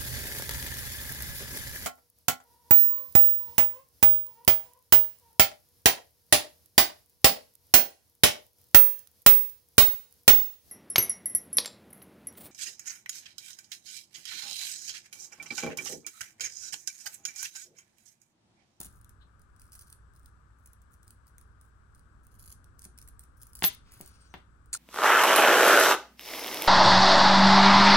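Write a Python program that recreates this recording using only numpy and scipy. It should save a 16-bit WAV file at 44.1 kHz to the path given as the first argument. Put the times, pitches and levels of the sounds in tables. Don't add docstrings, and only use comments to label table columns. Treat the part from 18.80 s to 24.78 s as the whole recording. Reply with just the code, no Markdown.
import sys
import numpy as np
from scipy import signal
from scipy.fft import rfft, irfft, next_fast_len
from scipy.io import wavfile
from scipy.ndimage import uniform_filter1d, map_coordinates

SR = 44100
rng = np.random.default_rng(int(sys.argv[2]) if len(sys.argv) > 2 else 0)


def generate_wav(signal):
    frames = np.transpose(np.atleast_2d(signal))
    scaled = np.clip(frames, -1, 1) * 32767
    pcm = np.round(scaled).astype(np.int16)
    wavfile.write(sys.argv[1], SR, pcm)


N = 263530


def amp(db):
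    return 10 ** (np.asarray(db) / 20)


def unit(x):
    return x / np.sqrt(np.mean(x ** 2) + 1e-20)


def attack_unit(x):
    return x / np.sqrt(np.mean(x[..., :3 * SR // 1000] ** 2))


def along(points, hz):
    f, v = np.transpose(points)
    return np.interp(np.log(hz + 1), np.log(f + 1), v)


def curves(rows):
    s, *columns = np.transpose(rows)
    return [np.interp(np.arange(N) / SR, s, column) for column in columns]


def wobble(rate):
    knots = rng.standard_normal(int(N * rate / SR) + 4)
    return map_coordinates(knots, [np.arange(N) * rate / SR])


def coloured(x, db_of):
    n = x.shape[-1]
    m = 2 * next_fast_len(n + 2048)
    gain = amp(db_of(np.fft.rfftfreq(m, 1 / SR)))
    cepstrum = irfft(np.log(gain + 1e-6))
    cepstrum[1:m // 2] *= 2
    cepstrum[m // 2 + 1:] = 0
    return irfft(rfft(x, m) * np.exp(rfft(cepstrum)), m)[..., :n]


def noise(spectrum):
    return unit(coloured(rng.standard_normal(N), lambda hz: along(spectrum, hz)))


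def evened(burst, size=9):
    power = np.abs(uniform_filter1d(np.abs(rfft(burst)) ** 2, size))
    burst_hz = np.fft.rfftfreq(len(burst), 1 / SR)
    return coloured(burst, lambda hz: -10 * np.log10(np.interp(hz, burst_hz, power) + 1e-12))


def fade(t, t60):
    return np.exp(-np.log(1000) * t / t60)


def ringing(modes, t):
    return sum(amp(db) * fade(t, t60) * np.sin(2 * np.pi * (hz * t + rng.random()))
               for hz, db, t60 in modes)


def add(track, s, sound):
    start = max(round(s * SR), 0)
    part = sound[..., :max(N - start, 0)]
    track[..., start:start + part.shape[-1]] += part


# (f/Hz, relative level/dB)
LEFT_FLOOR = [(20, -22.5), (45, -1), (100, -6), (160, -15.5), (300, -23.5), (700, -30.5), (950, -25.5),
              (1200, -17), (1600, -19.5), (1950, -35), (2900, -42), (7000, -45.5), (11000, -55),
              (14000, -63)]
RIGHT_FLOOR = [(20, -3.5), (45, -0.5), (100, -2.5), (160, -14.5), (300, -20.5), (700, -32), (1200, -28.5),
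               (1600, -35), (2300, -42), (5500, -51), (9500, -42), (11500, -56.5), (14000, -68)]
# (t/s, level/dB)
RUMBLE_DRIFT = [(0.0, -59.5), (0.7, -62), (1.15, -62.5), (1.56, -62), (3.06, -61), (3.2, -59), (5.38, -60),
                (5.98, -61)]
RUMBLE_SWING_DB, RUMBLE_SWINGS_PER_S = 0.82, 4.88
MAINS_HZ, WHINE_HZ = 60, 7850


def background(left_db=-58, right_db=-58, hum_db=-63, whine_db=-90):
    shared_db = lambda hz: -10 * np.log10(1 + (hz / 450) ** 4)
    own_db = lambda hz: 10 * np.log10(1.05 - amp(shared_db(hz)) ** 2)
    drift_db, = curves(RUMBLE_DRIFT)
    level_db = drift_db - drift_db.mean() + RUMBLE_SWING_DB * wobble(RUMBLE_SWINGS_PER_S)
    shared = coloured(rng.standard_normal(N), shared_db) * amp(level_db)
    white = shared + coloured(rng.standard_normal((2, N)), own_db)
    left = amp(left_db) * unit(coloured(white[0], lambda hz: along(LEFT_FLOOR, hz)))
    right = amp(right_db) * unit(coloured(white[1], lambda hz: along(RIGHT_FLOOR, hz)))
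    t = np.arange(N) / SR
    hum = amp(hum_db) * unit(amp(3.5 * wobble(2.6)) * np.sin(2 * np.pi * MAINS_HZ * t))
    whine = amp(whine_db) * unit(wobble(560) * np.sin(2 * np.pi * WHINE_HZ * t))
    return np.array([left, right]) + hum + whine


# (f/Hz, t60/s)
ROOM_DECAY = [(150, 0.25), (1000, 0.2), (3500, 0.26), (10000, 0.21), (15000, 0.054)]


def room(x):
    hz, t, z = signal.stft(rng.standard_normal((2, SR // 2)), SR, nperseg=256)
    decaying = z * fade(t, along(ROOM_DECAY, hz)[:, None])
    tail = signal.istft(decaying, SR, nperseg=256)[1]
    tail = np.pad(tail / np.linalg.norm(tail[0]), ((0, 0), (SR // 300, 0)))
    return signal.fftconvolve(x[None], tail, axes=1)[:, :N]


# (f/Hz, phase/rad)
LEFT_LEAD = [(20, -0.5), (700, 1.4), (1500, 0.75), (3200, 3), (6300, 5.5), (9200, 6), (10200, 1.65),
             (11200, -0.4), (13400, -3), (15500, -6.5)]


def staggered(x):
    m = next_fast_len(N + SR // 2)
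    turn = np.exp(.5j * along(LEFT_LEAD, np.fft.rfftfreq(m, 1 / SR)))
    return irfft(rfft(x, m) * np.array([turn, turn.conj()]), m)[:, :N]


def ports(x, scatter_db=-4, scatter_t60=0.0046, count=24):
    pair, t = staggered(x), np.arange(SR // 100) / SR
    for where in np.array_split(np.arange(N), count):
        paths = rng.standard_normal((2, len(t))) * fade(t, scatter_t60)
        paths *= amp(scatter_db) / np.linalg.norm(paths, axis=1, keepdims=True)
        add(pair, where[0] / SR, signal.fftconvolve(x[where][None], paths, axes=1))
    return pair


# one row of start t/s, length/s, level/dB
FINGERTIP = (.39, 0.086, -74.5)
# (f/Hz, relative level/dB)
SKIN_HISS = [(1500, -32), (3200, -7), (4000, 0), (4800, -21), (7000, -35)]


def brush(uneven_db=6, scrapes_per_s=90):
    start, length, db = FINGERTIP
    swell = np.sin(np.pi * np.clip((np.arange(N) / SR - start) / length, 0, 1))
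    scrapes_db = uneven_db * np.clip(wobble(scrapes_per_s), -2, 1)
    return amp(db + scrapes_db) * swell * noise(SKIN_HISS)


# (t/s, level/dB)
DRAG_HISS = [(4.97, -100), (5.06, -72.5), (5.14, -68.5), (5.26, -67), (5.36, -69), (5.45, -71.5),
             (5.53, -74), (5.6, -100)]
# (f/Hz, relative level/dB)
CLOTH_COLOUR = [(500, 0), (2500, -3.5), (4000, -1.5), (5800, -0.5), (7300, -9), (9000, -6.5), (12000, -27),
                (16000, -16.5)]
# (t/s, level/dB, f/Hz)
WEAVE_WHISTLE = [(5.0, -120, 7500), (5.09, -73, 8050), (5.16, -77, 8500), (5.25, -88, 9600),
                 (5.33, -80, 9600), (5.43, -73, 8450), (5.47, -78, 7400), (5.52, -74, 5700),
                 (5.56, -140, 5000)]


def drag(whistle_width_hz=60, uneven_db=2):
    whistle_db, whistle_hz = curves(WEAVE_WHISTLE)
    whistle = unit(wobble(whistle_width_hz) * np.sin(2 * np.pi * np.cumsum(whistle_hz) / SR))
    hiss_db = curves(DRAG_HISS)[0] + uneven_db * wobble(44)
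    return amp(hiss_db) * noise(CLOTH_COLOUR) + amp(whistle_db) * whistle


# (t/s, level/dB, f/Hz)
HOLLOW_CLACKS = [(5.944, -33, 1520), (5.9508, -27, 1400)]


def clacks(t60=0.017, rise_s=0.00094):
    track, t = np.zeros(N), np.arange(SR // 10) / SR
    for s, db, hz in HOLLOW_CLACKS:
        add(track, s, ringing([(hz, db, t60)], t) * (1 - np.exp(-t / rise_s)))
    return track


# (t/s, energy level/dB, f/Hz above which it is softened, room share level/dB)
BLOWS = [(0.004, -22, 302, -8), (0.012, -30, 1480, -1.5), (0.056, -28.5, 259, -6), (4.058, -27.5, 258, -4),
         (4.8232, -4.5, 2335, -8), (4.84, 3.5, 6400, -7), (5.205, -21, 427, -3), (5.540, -16.5, 1697, -3),
         (5.932, -34.5, 1440, 5.5)]
# (f/Hz, relative level/dB)
IMPACT = [(60, -9), (190, 0), (280, -2.5), (480, -6), (850, 0), (1400, -3.5), (2100, -0.5), (2450, -3.5),
          (3400, 2.5), (5000, -3), (8000, -4), (11000, -9.5), (16000, -19.5)]
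# (f/Hz, width/Hz, boost level/dB)
TABLE_TOP = [(183, 28, 8), (371, 30, 8), (745, 32, 5), (870, 40, 4.5), (988, 29, 5), (1840, 40, 3.5),
             (2045, 70, 6), (2765, 75, 7), (3080, 85, 3), (3570, 100, 6.5), (4630, 100, 5), (6120, 180, 6)]


def table_db(hz):
    resonances = sum(db / (1 + (2 * (hz - centre) / width) ** 2) for centre, width, db in TABLE_TOP)
    return along(IMPACT, hz) + resonances


def knocks(crack_t60=0.022, own_share=1.51, own_hz=450):
    direct, sent, t = np.zeros((2, N)), np.zeros(N), np.arange(SR // 6) / SR
    burst = lambda: rng.standard_normal(len(t)) * fade(t, crack_t60)
    own_db = lambda hz: -10 * np.log10(1 + (own_hz / (hz + 1)) ** 4)
    for s, db, soft_hz, room_db in BLOWS:
        common = burst()
        crack = np.array([evened(common + own_share * coloured(burst(), own_db)) for _ in range(2)])
        blow = coloured(crack, lambda hz: table_db(hz) - 10 * np.log10(1 + (hz / soft_hz) ** 4))
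        blow *= amp(db) / np.linalg.norm(blow[0])
        add(direct, s, blow)
        add(sent, s, amp(room_db) * blow[0])
    return direct, sent


# (t/s, level/dB, free time before damping/s)
END_STRIKES = [(4.8465, -19, .038), (4.928, -52, 0.016), (5.122, -62, .06), (5.191, -59, 0.049),
               (5.25, -65, 0.044), (5.54, -58, 0.005)]
# (f/Hz, relative level/dB, t60/s)
END_MODES = [(14410, 2.5, 0.4), (14300, -25, .08), (15020, -42.5, 0.085), (10500, -35.5, .06),
             (12400, -34.5, .06)]


def end_piece(choke_t60=0.032, flutter=.14):
    track, t = np.zeros(N), np.arange(SR // 5) / SR
    for s, db, free_s in END_STRIKES:
        choke = fade(np.maximum(t - free_s, 0), choke_t60)
        add(track, s, amp(db) * ringing(END_MODES, t) * choke)
    return track * (1 + flutter * wobble(900))


# (start t/s, length/s, level/dB)
FINGER_MOVES = [(0.0, 0.067, -55), (0.103, 0.086, -74.5), (0.805, 0.11, -74), (0.927, 0.097, -62),
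                (1.068, 0.076, -69), (1.349, 0.14, -78.5), (1.779, 0.16, -85), (2.114, 0.026, -70),
                (2.228, 0.11, -78), (2.465, 0.018, -68), (2.588, 0.036, -77), (2.817, 0.05, -81),
                (3.142, .048, -74.5), (3.436, 0.011, -73), (3.51, .045, -70), (3.59, 0.066, -61),
                (3.658, .065, -60), (3.991, .06, -66), (4.186, 0.069, -80), (4.402, 0.037, -69),
                (4.569, 0.24, -75), (4.757, 0.14, -59), (5.116, 0.18, -68.5), (5.535, 0.053, -80.5),
                (5.926, 0.051, -57)]
RUB_ATTACK_S, RUB_RELEASE_T60 = .005, 0.083
IDLE_DB = -95.5


def rubbing():
    t = np.arange(N) / SR
    strength = amp(IDLE_DB)
    for start, length, db in FINGER_MOVES:
        rise = np.clip((t - start) / RUB_ATTACK_S + 1, 0, 1)
        release = fade(np.maximum(t - start - length, 0), RUB_RELEASE_T60)
        strength = strength + amp(db) * rise * release
    return strength


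# (f/Hz, relative level/dB)
LINK_COLOUR = [(300, -26), (1500, -13), (2800, -15), (4200, -10.5), (5700, -7.5), (7300, -5.5), (9000, 0),
               (10700, 0), (12000, -4), (13200, -8.5), (14500, -4.5), (15700, -3.5), (16400, -6.5)]


def grind(slips_per_s=380, spread_db=5, life_s=0.0057):
    sizes = amp(spread_db * np.clip(rng.standard_normal(N), -2, 2))
    slips = (rng.random(N) < slips_per_s / SR) * sizes
    t = np.arange(SR // 100) / SR
    power = np.abs(signal.fftconvolve(slips ** 2, fade(t, life_s) ** 2)[:N])
    chatter = np.sqrt(power) * rng.standard_normal(N)
    return rubbing() * unit(coloured(chatter, lambda hz: along(LINK_COLOUR, hz)))


CATCHES_PER_S, CATCH_DB, CATCH_SPREAD_DB = 31, 5.5, 2
CATCH_HZ, CATCH_DETUNE, CATCH_T60 = 9700, 0.25, 0.012
CATCH_MAX_DB = -54.5


def catches():
    rows = []
    for start, length, db in FINGER_MOVES:
        for when, force, size in rng.uniform(-1, 1, (8, 3))[:round(CATCHES_PER_S * length)]:
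            s = start + length * (when + 1) / 2
            level_db = min(db + CATCH_DB + CATCH_SPREAD_DB * force, CATCH_MAX_DB)
            rows.append((s, level_db, CATCH_HZ * (1 + CATCH_DETUNE * size), CATCH_T60))
    return rows


def ticks(contacts, spectrum, ring_db=-4, uneven_db=4, rattle_db=-27, rattle_t60=0.039):
    track, t = np.zeros(N), np.arange(SR // 20) / SR
    knots = t[::SR // 1000]
    for s, db, hz, t60 in contacts:
        unevenness = np.interp(t, knots, rng.standard_normal(len(knots)))
        slips = amp(uneven_db * np.clip(unevenness, -1.5, 1.5))
        force = slips * fade(t, t60) + amp(rattle_db) * fade(t, rattle_t60)
        crack = coloured(rng.standard_normal(len(t)) * force, lambda f: along(spectrum, f))
        ring = ringing([(hz, ring_db, t60 + 0.0041)], t)
        touch = 1 - np.exp(-t / 0.00061)
        add(track, s, amp(db) * attack_unit(touch * (attack_unit(crack) + ring)))
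    return track


# (t/s, level/dB, ring f/Hz, contact t60/s)
PLATE_CLINKS = [(5.9295, -31, 6850, 0.015), (5.9355, -32.5, 9330, 0.021), (5.9404, -30, 9250, 0.0058),
                (5.9475, -34.5, 8300, 0.017)]
# (f/Hz, relative level/dB)
PLATE_COLOUR = [(300, -27), (1400, -14.5), (3000, -16.5), (4000, -10.5), (7000, -2), (9500, 0.5),
                (11000, -13.5), (13000, -17), (15700, -18), (16400, -35.5)]


def plate_clinks():
    return ticks(PLATE_CLINKS, PLATE_COLOUR)


# (t/s, level/dB, ring f/Hz, contact t60/s: long ones scrape)
LINK_TICKS = [(0.0023, -38.5, 9250, 0.012), (0.0128, -39, 11500, 0.0054), (0.03, -45, 9700, 0.025),
              (0.055, -49, 10800, 0.016), (0.2128, -60, 9100, 0.0076), (0.2452, -56.5, 9400, 0.0044),
              (0.2932, -54.5, 8780, 0.0077), (0.5945, -66, 6800, .009), (0.617, -62, 6800, 0.013),
              (0.7632, -62, 9000, .005), (0.796, -56.5, 8970, 0.017), (0.817, -53.5, 9200, 0.011),
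              (0.92, -52, 9800, 0.014), (0.93, -51, 9400, .02), (0.952, -47.5, 10290, 0.026),
              (0.9912, -49.5, 10700, 0.012), (1.021, -53, 8100, 0.018), (1.1, -53, 8430, 0.018),
              (1.1266, -46.5, 11400, 0.0096), (1.3367, -68.5, 8700, .005), (1.3617, -61.5, 10400, 0.0071),
              (1.395, -65, 7750, 0.0055), (1.4592, -55, 10500, 0.0053), (1.859, -52, 10700, 0.013),
              (1.8732, -56.5, 11300, 0.0066), (1.933, -55.5, 11100, 0.0058), (2.018, -64, 8900, 0.0024),
              (2.231, -59.5, 7900, 0.0043), (2.279, -54, 9700, 0.0075), (2.3061, -50.5, 10800, 0.0058),
              (2.582, -51.5, 9170, 0.0051), (2.612, -60, 10960, .011), (2.8121, -58, 10850, .008),
              (3.148, -62.5, 8850, .022), (3.1937, -63.5, 8800, 0.012), (3.468, -58, 12520, 0.0058),
              (3.5942, -54, 10750, 0.018), (3.703, -53, 11600, 0.0055), (3.7253, -48, 10850, 0.0052),
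              (3.8427, -59.5, 11000, 0.0056), (3.993, -49.5, 11820, 0.0045), (4.019, -49.5, 8800, 0.009),
              (4.0401, -48, 9100, 0.035), (4.051, -46, 10940, 0.013), (4.1765, -53, 10600, .012),
              (4.1867, -47.5, 9200, 0.0082), (4.2146, -51.5, 11800, 0.011), (4.225, -53.5, 10900, 0.017),
              (4.276, -52, 9940, .014), (4.2856, -50, 11600, 0.014), (4.3941, -46.5, 8600, 0.0046),
              (4.615, -53.5, 10900, 0.03), (4.624, -51.5, 7200, 0.01), (4.6319, -48, 10100, 0.0092),
              (4.6683, -52.5, 10000, 0.0074), (4.7326, -52.5, 9500, .006), (4.7527, -43, 10040, 0.0046),
              (4.79, -47, 11200, .013), (4.8312, -33.5, 10920, 0.056), (4.847, -25.5, 11150, 0.014),
              (4.947, -51, 10270, .015), (5.1198, -52.5, 9600, .014), (5.1387, -53, 11300, .015),
              (5.2105, -40.5, 9100, 0.0036), (5.26, -51, 11300, 0.016), (5.276, -52, 11260, 0.0056),
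              (5.8588, -63.5, 8780, 0.005)]


def link_ticks():
    return ticks(LINK_TICKS, LINK_COLOUR) + ticks(catches(), LINK_COLOUR)


# (f/Hz, left minus right level/dB)
PORT_COLOUR = [(150, 0), (700, 2), (2300, 3.5), (3200, 3), (5300, 7.5), (7300, 4.5), (8900, -8),
               (10600, -0.5), (11600, -2), (16000, 1)]


def scene():
    floor = background()
    table, table_sent = knocks()
    ring = end_piece()
    links = brush() + drag() + grind() + plate_clinks() + link_ticks()
    room_send = amp(-8) * links + table_sent + amp(-14) * ring
    sound = ports(links) + table + clacks() + room(room_send)
    left = coloured(sound[0], lambda hz: along(PORT_COLOUR, hz) / 2)
    right = coloured(sound[1], lambda hz: -along(PORT_COLOUR, hz) / 2)
    return np.array([left, right]) + staggered(ring) + floor


def record(dry, top_hz=16200):
    m = next_fast_len(N + SR // 2)
    hz = np.fft.rfftfreq(m, 1 / SR)
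    return irfft(rfft(dry, m) / np.sqrt(1 + (hz / top_hz) ** 160), m)[:, :N]


dry = scene()
out = record(dry)
generate_wav(out)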